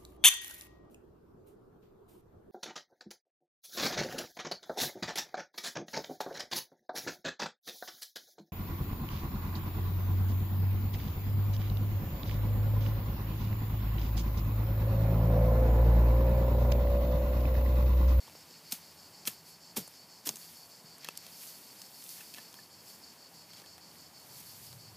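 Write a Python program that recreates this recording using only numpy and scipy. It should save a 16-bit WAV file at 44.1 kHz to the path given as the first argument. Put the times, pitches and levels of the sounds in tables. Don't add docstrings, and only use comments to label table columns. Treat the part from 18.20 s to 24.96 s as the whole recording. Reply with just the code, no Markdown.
import sys
import numpy as np
from scipy import signal
from scipy.fft import rfft, irfft
from scipy.io import wavfile
from scipy.ndimage import uniform_filter1d

SR = 44100
rng = np.random.default_rng(int(sys.argv[2]) if len(sys.argv) > 2 else 0)


def level_to_linear(level):
    exponent = np.asarray(level, float) / 20
    return 10 ** exponent


def wrap_up_sound(samples):
    columns = np.atleast_2d(samples).T
    tamed = np.clip(columns, -1, 1)
    steps = np.round(tamed * 32767).astype(np.int16)
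    wavfile.write(sys.argv[1], SR, steps)


N = 298116


def rms_one(x):
    return x / np.sqrt(np.mean(x ** 2) + 1e-20)


def peak_one(x):
    return x / np.abs(x).max()


def coloured(x, spectrum):
    hz, level_db = np.transpose(spectrum)
    log_hz = np.log(np.arange(1, N // 2 + 2) * SR / N)
    gain = level_to_linear(np.interp(log_hz, np.log(hz), level_db))
    return rms_one(irfft(rfft(x) * gain, N))


def drift(rate):
    steps = rng.standard_normal(int(rate * N / SR) + 2)
    return np.interp(np.arange(N) * rate / SR, np.arange(len(steps)), steps)


def grains(per_s, spread_db):
    sizes = level_to_linear(spread_db * np.minimum(rng.exponential(1, N), 5))
    signed = sizes * rng.choice([-1, 1], N)
    return signed * (rng.random(N) < per_s / SR)


def resonance(x, hz, width_hz):
    r = np.exp(-np.pi * width_hz / SR)
    feedback = [1, -2 * r * np.cos(2 * np.pi * hz / SR), r * r]
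    return signal.lfilter([(1 - r * r) / 2, 0, (r * r - 1) / 2], feedback, x)


def band(x, low_hz, high_hz):
    return signal.sosfilt(signal.butter(2, [low_hz, high_hz], "band", fs=SR, output="sos"), x)


def add(out, s, piece):
    at = round(s * SR)
    out[at:at + len(piece)] += piece[:N - at]


# hz, level_db [dB per Hz]
HUSH_SPECTRUM = [(25, -42.5), (55, -17.5), (82, -9.5), (160, -2.5), (470, -4), (930, -2), (1250, -8),
                 (3600, -13), (6100, -13), (8300, -13.5), (15500, -14)]
# centre_s, level_db, half_length_s [to 1/e]
WIND_GUSTS = [(4.5, -77, .12), (6.303, -68.5, 0.19), (6.593, -65.5, 0.175)]
# pitch_hz, width_hz, level_db
HUM_PARTIALS = [(84, 4, -7), (167, 6, 0)]
# time_s, level_db
HUM_LEVELS = [(0, -67), (.43, -70), (1.0, -68.5), (2.5, -75), (3.0, -68.5), (3.5, -75), (4.4, -73),
              (4.8, -73), (6.0, -69), (6.36, -73.5), (6.76, -69)]
HUSH_DB, RUMBLE_DB, BREEZE_DB = -59, -71.5, -78.5


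def field():
    t = np.arange(N) / SR
    hush = level_to_linear(HUSH_DB + 0.78 * drift(6.8)) * coloured(rng.standard_normal(N), HUSH_SPECTRUM)

    rumble_level = level_to_linear(RUMBLE_DB + 1.5 * drift(9.2) + 1.86 * drift(2.539))
    rumble = rumble_level * rms_one(band(rng.standard_normal(N), 150.1, 319.5))

    gusts = level_to_linear(BREEZE_DB)
    for s, level_db, half_s in WIND_GUSTS:
        gusts = gusts + level_to_linear(level_db) * np.exp(-((t - s) / half_s) ** 2)
    wind = gusts * level_to_linear(4.04 * drift(11)) * rms_one(band(rng.standard_normal(N), 94.4, 144.8))

    hum_db = np.interp(t, *np.transpose(HUM_LEVELS))
    hum = sum(level_to_linear(level_db) * rms_one(resonance(rng.standard_normal(N), hz, width_hz))
              for hz, width_hz, level_db in HUM_PARTIALS)
    return hush + rumble + wind + level_to_linear(hum_db) * hum


SIXTH_BURST_STARTS = [-.03, .937, 1.895, 2.805, 3.73, 4.665, 5.615, 6.59, 7.57]
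# pitch_hz, width_hz [each of two resonators is 1.307 times this], level_db
CICADA_BODY = [(4497.3, 219.3, 1), (4691.6, 109.4, -1.5), (5039, 284, -3.5), (5348.5, 223, -7),
               (6000, 430, -17.5), (6670, 301, -16.5), (7400, 945, -14.5)]
PULSES_PER_S = 195
BURST_S, BURST_DB, BURST_SPREAD_DB = 0.1096, -59.5, 0.86
CHORUS_DB = -6.5


def cicada():
    t, bursts = np.arange(N) / SR, np.zeros(N)
    marks = np.arange(len(SIXTH_BURST_STARTS))
    starts = np.interp(np.arange(0, len(marks) - 1, 1 / 6), marks, SIXTH_BURST_STARTS)
    for s, chance in zip(starts, rng.standard_normal(len(starts))):
        fading_db = -2.5 * np.clip((t - s) / BURST_S, 0, 1)
        sounding = (t > s) * (t < s + BURST_S)
        bursts += sounding * level_to_linear(BURST_DB + BURST_SPREAD_DB * chance + fading_db)
    soft_edges = uniform_filter1d(bursts, size=SR // 30)
    chorus = level_to_linear(BURST_DB + CHORUS_DB)

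    phase = np.cumsum(PULSES_PER_S * level_to_linear(.8 * drift(60))) / SR
    drum = rng.standard_normal(N) * (1.07 + np.exp(-4.0 * (phase % 1)))
    body = np.zeros(N)
    for k, (hz, width_hz, level_db) in enumerate(CICADA_BODY):
        delayed = np.roll(drum, 9 * k)
        once = resonance(delayed, hz, 1.307 * width_hz)
        body += level_to_linear(level_db) * resonance(once, hz, 1.307 * width_hz)
    return (soft_edges + chorus) * rms_one(body)


# height_s, soil_db, clods_db, rise_s [per 10 dB of soil], fall_s [per 10 dB of soil]
EARTH_MOVES = [(.08, -61, -64, 0.31, 0.54), (.5, -59.5, -64, 0.08, 0.42), (1.29, -55.5, -65.5, 0.053, 0.05),
               (1.71, -59.5, -66, 0.146, 0.18), (2.21, -51.5, -62.5, 0.123, 0.3),
               (2.86, -62, -56.5, 0.068, .12), (3.06, -59, -60, 0.145, 0.11),
               (3.23, -46.5, -59.5, 0.113, 0.2), (3.6, -56.5, -64, 0.22, 0.17),
               (3.91, -47.5, -62.5, 0.19, 0.2382), (4.0, -63, -58, 0.066, 0.1046),
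               (4.17, -54, -55.5, 0.038, 0.1028), (4.4, -60.5, -65.5, 0.24, 0.11),
               (4.7, -54, -65, 0.107, 0.1259), (4.97, -64, -65.5, 0.223, 0.01),
               (5.15, -62, -77.5, 0.091, .2), (5.31, -66, -64, .04, .06), (5.39, -59.5, -60, .07, .08),
               (5.76, -60, -66.5, 0.099, 0.17), (6.19, -51, -63, 0.137, 0.33),
               (6.45, -52.5, -66.5, 0.188, 0.1157)]
# hz, level_db [dB per Hz]
SHOWER_SPECTRUM = [(1500, -28.5), (3000, -10.5), (5000, -5), (8500, -5), (13000, -0.5), (15500, -6)]
# hz, level_db [dB per Hz]
CLOD_SPECTRUM = [(600, -21.5), (1400, -6), (2200, -0.5), (3500, -3), (6000, -2.5), (10000, -34)]
STIRRING_SOIL_DB, STIRRING_CLODS_DB = -74, -72
PEBBLES_PER_S, PEBBLES_DB = 60, -11


def raking():
    t = np.arange(N) / SR
    soil_power, clods_power = level_to_linear(2 * STIRRING_SOIL_DB), level_to_linear(2 * STIRRING_CLODS_DB)
    for s, soil_db, clods_db, rise_s, fall_s in EARTH_MOVES:
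        away_db = -10 * np.where(t < s, (s - t) / rise_s, (t - s) / fall_s)
        soil_power = soil_power + level_to_linear(2 * (soil_db + away_db))
        clods_power = clods_power + level_to_linear(2 * (clods_db + 1.25 * away_db))
    shower = coloured(grains(16000 * level_to_linear(1.5 * drift(60)), spread_db=2.5), SHOWER_SPECTRUM)
    clods = coloured(grains(2500 * level_to_linear(2.5 * drift(50)), spread_db=3.5), CLOD_SPECTRUM)
    pebbles = rms_one(resonance(grains(PEBBLES_PER_S, spread_db=4.0), 3370, 1800))
    coarse = clods + level_to_linear(PEBBLES_DB) * pebbles
    return np.sqrt(soil_power) * shower + np.sqrt(clods_power) * coarse


# start_s, blade_peak_db, pitch_hz [where it rings most], contact_ms [decay to 1/e], dull_peak_db
BLADE_KNOCKS = [(.079, -44.5, 900, 1.08, -46), (0.0972, -44, 2500, 0.62, -48.5),
                (.1515, -53, 2600, .89, -45.5), (.3108, -42, 4700, 0.83, -51),
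                (0.5223, -18, 7500, 0.99, -45.5), (.5268, -23.5, 8200, 0.65, -39.5),
                (.5363, -31.5, 11000, 1.4, -56.5), (1.054, -31.5, 3400, 0.69, -61.5),
                (1.0749, -37.5, 12600, 0.72, -36.5), (1.0767, -21, 2990, 1.56, -46.5),
                (1.568, -37.5, 900, 8.1, -40.5), (1.677, -36.5, 9800, 1.28, -46),
                (2.068, -44.5, 900, 4.8, -45.5), (2.0908, -16, 6000, 0.94, -41),
                (2.0925, -23.5, 5500, 3.1, -40), (2.1574, -32, 7400, 3.2, -59.5),
                (2.169, -34.5, 6400, 1.12, -52), (2.782, -38.5, 11000, 0.83, -57),
                (2.8457, -27.5, 3150, 2.44, -55), (2.85, -41.5, 1750, 1.74, -60),
                (2.8871, -23, 2890, .74, -32.5), (2.963, -42, 6000, 0.86, -60),
                (2.972, -38, 4900, .91, -57), (2.9743, -26, 8500, 1.7, -58), (3.0654, -36, 3300, 2.64, -52),
                (3.2743, -38, 8000, 0.59, -56), (3.6172, -34, 6400, 2.65, -58),
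                (3.8235, -40, 2620, 1.08, -62), (3.84, -34.5, 9000, 0.68, -62),
                (3.891, -35, 9420, 1.15, -66), (3.983, -50.5, 1900, 1.5, -63),
                (4.007, -37.5, 2232, 5.1, -56.5), (4.1396, -31.5, 3300, 1.7, -66.5),
                (4.146, -33.5, 3300, .89, -54.5), (4.174, -48, 2200, 1.43, -51.5),
                (4.183, -35.5, 2236, 3.4, -46.5), (4.328, -41, 7500, 1.13, -66),
                (4.3414, -35.5, 3620, 0.88, -47.5), (4.3883, -47, 1750, 2.1, -54),
                (4.6985, -43, 3400, 3.2, -55.5), (5.3038, -44.5, 3600, 1.07, -51.5),
                (5.3339, -39, 3600, 1.7, -53), (5.37, -43.5, 3740, 4.2, -57.5),
                (5.399, -41.5, 3900, 2.8, -54), (5.418, -42.5, 3800, 2.5, -52.5),
                (5.44, -53, 1650, 3.8, -60), (5.4612, -43.5, 3300, 1.05, -56.5),
                (5.58, -40.5, 3600, 2.7, -47.5), (5.9988, -44, 11000, .6, -59.5),
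                (6.203, -37.5, 9000, 0.95, -56), (6.5285, -37, 3760, 1.8, -52)]
# pitch_hz, level_db, t60_s [approximate]
BLADE_MODES = [(900, 1, 0.025), (1750, 6, 0.0347), (2671, 1, 0.0186), (3300, -4, 0.0086), (4202, 1, 0.0028),
               (5320, 0.5, 0.0044), (5290, 5.5, 0.0205), (6010, 0.5, 0.013), (6400, 3, 0.0088),
               (7500, 0, 0.0082), (8500, 0, 0.0081), (9800, 4.5, 0.0093), (11390, 1, 0.0076),
               (12600, 0.5, 0.0098)]
GRIT_DB = -5.5


def knocks():
    out, t = np.zeros(N), np.arange(SR // 16) / SR
    noises = rng.standard_normal((len(BLADE_KNOCKS), 3, len(t)))
    for (s, peak_db, hz, contact_ms, dull_db), noise in zip(BLADE_KNOCKS, noises):
        contact = (1 - np.exp(-t / .0003)) * np.exp(-1000 * t / contact_ms)
        clean_tap = np.sqrt(contact @ contact) * (t == t[8])
        blow = contact * noise[0] + clean_tap
        rings = np.zeros(len(t))
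        for mode_hz, level_db, t60_s in BLADE_MODES:
            mode_db = level_db - 24.14 * np.abs(np.log2(mode_hz / hz))
            rings += level_to_linear(mode_db) * resonance(blow, mode_hz, 2.34 / t60_s)
        grit = contact * band(noise[1], 3500, 16000)
        dull = band(noise[2] * np.sqrt(contact), 276, 1160)
        bright = level_to_linear(peak_db) * peak_one(rings) + level_to_linear(peak_db + GRIT_DB) * peak_one(grit)
        add(out, s, bright + level_to_linear(dull_db) * peak_one(dull))
    return out


# deepest_s, crunch_db, bite_ms [decay to 1/e], lead_in_ms [scale of the swell through grass], lead_in_db
CHOP_BITES = [(0.523, -28.5, 2.08, 12.7, -41), (1.0752, -25, 4.2, 16.9, -38.5),
              (1.571, -32, 11.75, 11.2, -39.5), (2.073, -33.5, 6, 18.75, -36.5)]
# hz, level_db [dB per Hz]
CRUNCH_SPECTRUM = [(240, -27.5), (400, -18), (1220, -11.5), (2630, -6.5), (4770, -5), (5230, -4),
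                   (9650, -4.5), (14400, -1), (15500, -8)]
CRUMBS_DB, CRUMBS_MS = -39.5, 33.6


def chops():
    t, envelope = np.arange(N) / SR, np.zeros(N)
    for s, crunch_db, bite_ms, lead_ms, lead_db in CHOP_BITES:
        ms = 1000 * (t - s)
        bite = np.exp(np.where(ms < 0, -(ms / (0.382 * bite_ms)) ** 2, -ms / bite_ms))
        lead = (ms < 0) * np.clip(1.15 + ms / lead_ms, 0, 1) ** .6
        crumbs = (ms >= 0) * np.exp(-np.abs(ms) / CRUMBS_MS)
        envelope += level_to_linear(crunch_db) * bite + level_to_linear(lead_db) * lead + level_to_linear(CRUMBS_DB) * crumbs
    crunch = coloured(grains(20000, spread_db=2.0), CRUNCH_SPECTRUM)
    return envelope * crunch * level_to_linear(1.5 * drift(600))


# start_s, level_db [tone before swell and filter], start_hz, t60_s
GROUND_THUDS = [(.526, -38, 256, 0.041), (1.075, -34.5, 296.5, 0.0537), (1.566, -37, 342, 0.073),
                (1.577, -33.5, 253, 0.1243), (2.067, -42, 333.5, 0.205), (2.092, -35.5, 225, 0.044),
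                (2.135, -48.5, 302.4, 0.058), (2.64, -49, 210.7, 0.068), (2.885, -39.5, 314, 0.017),
                (4.182, -45.5, 350, 0.0313), (6.199, -48.5, 251.7, 0.066)]
THUD_SAG = 0.6426


def thuds():
    out, t = np.zeros(N), np.arange(SR // 4) / SR
    noises = rng.standard_normal((len(GROUND_THUDS), len(t)))
    for (s, level_db, start_hz, t60_s), noise in zip(GROUND_THUDS, noises):
        end_hz = THUD_SAG * start_hz
        swell = (1 - np.exp(-t / 0.00229)) * level_to_linear(-60 * t / t60_s)
        pitch_hz = end_hz + (start_hz - end_hz) * np.exp(-8.0 * t / t60_s)
        tone = np.sin(2 * np.pi * np.cumsum(pitch_hz) / SR)
        rough = rms_one(band(noise, 0.408 * end_hz, 1.485 * start_hz))
        add(out, s, level_to_linear(level_db) * band(swell * (tone + 0.545 * rough), 100, 2800))
    return out


def scene():
    mono = field() + cicada() + raking() + knocks() + chops() + thuds()
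    return np.tile(mono, (2, 1))


def band_limit(x):
    return signal.sosfilt(signal.butter(12, 16290, fs=SR, output="sos"), x)


def record(dry):
    low_cut = signal.butter(2, 70, "high", fs=SR, output="sos")
    top_cut = signal.cheby2(24, 50, 15450, fs=SR, output="sos")
    mix = signal.sosfilt(top_cut, signal.sosfilt(low_cut, dry))
    return band_limit(mix)


dry = scene()
out = record(dry)
wrap_up_sound(out)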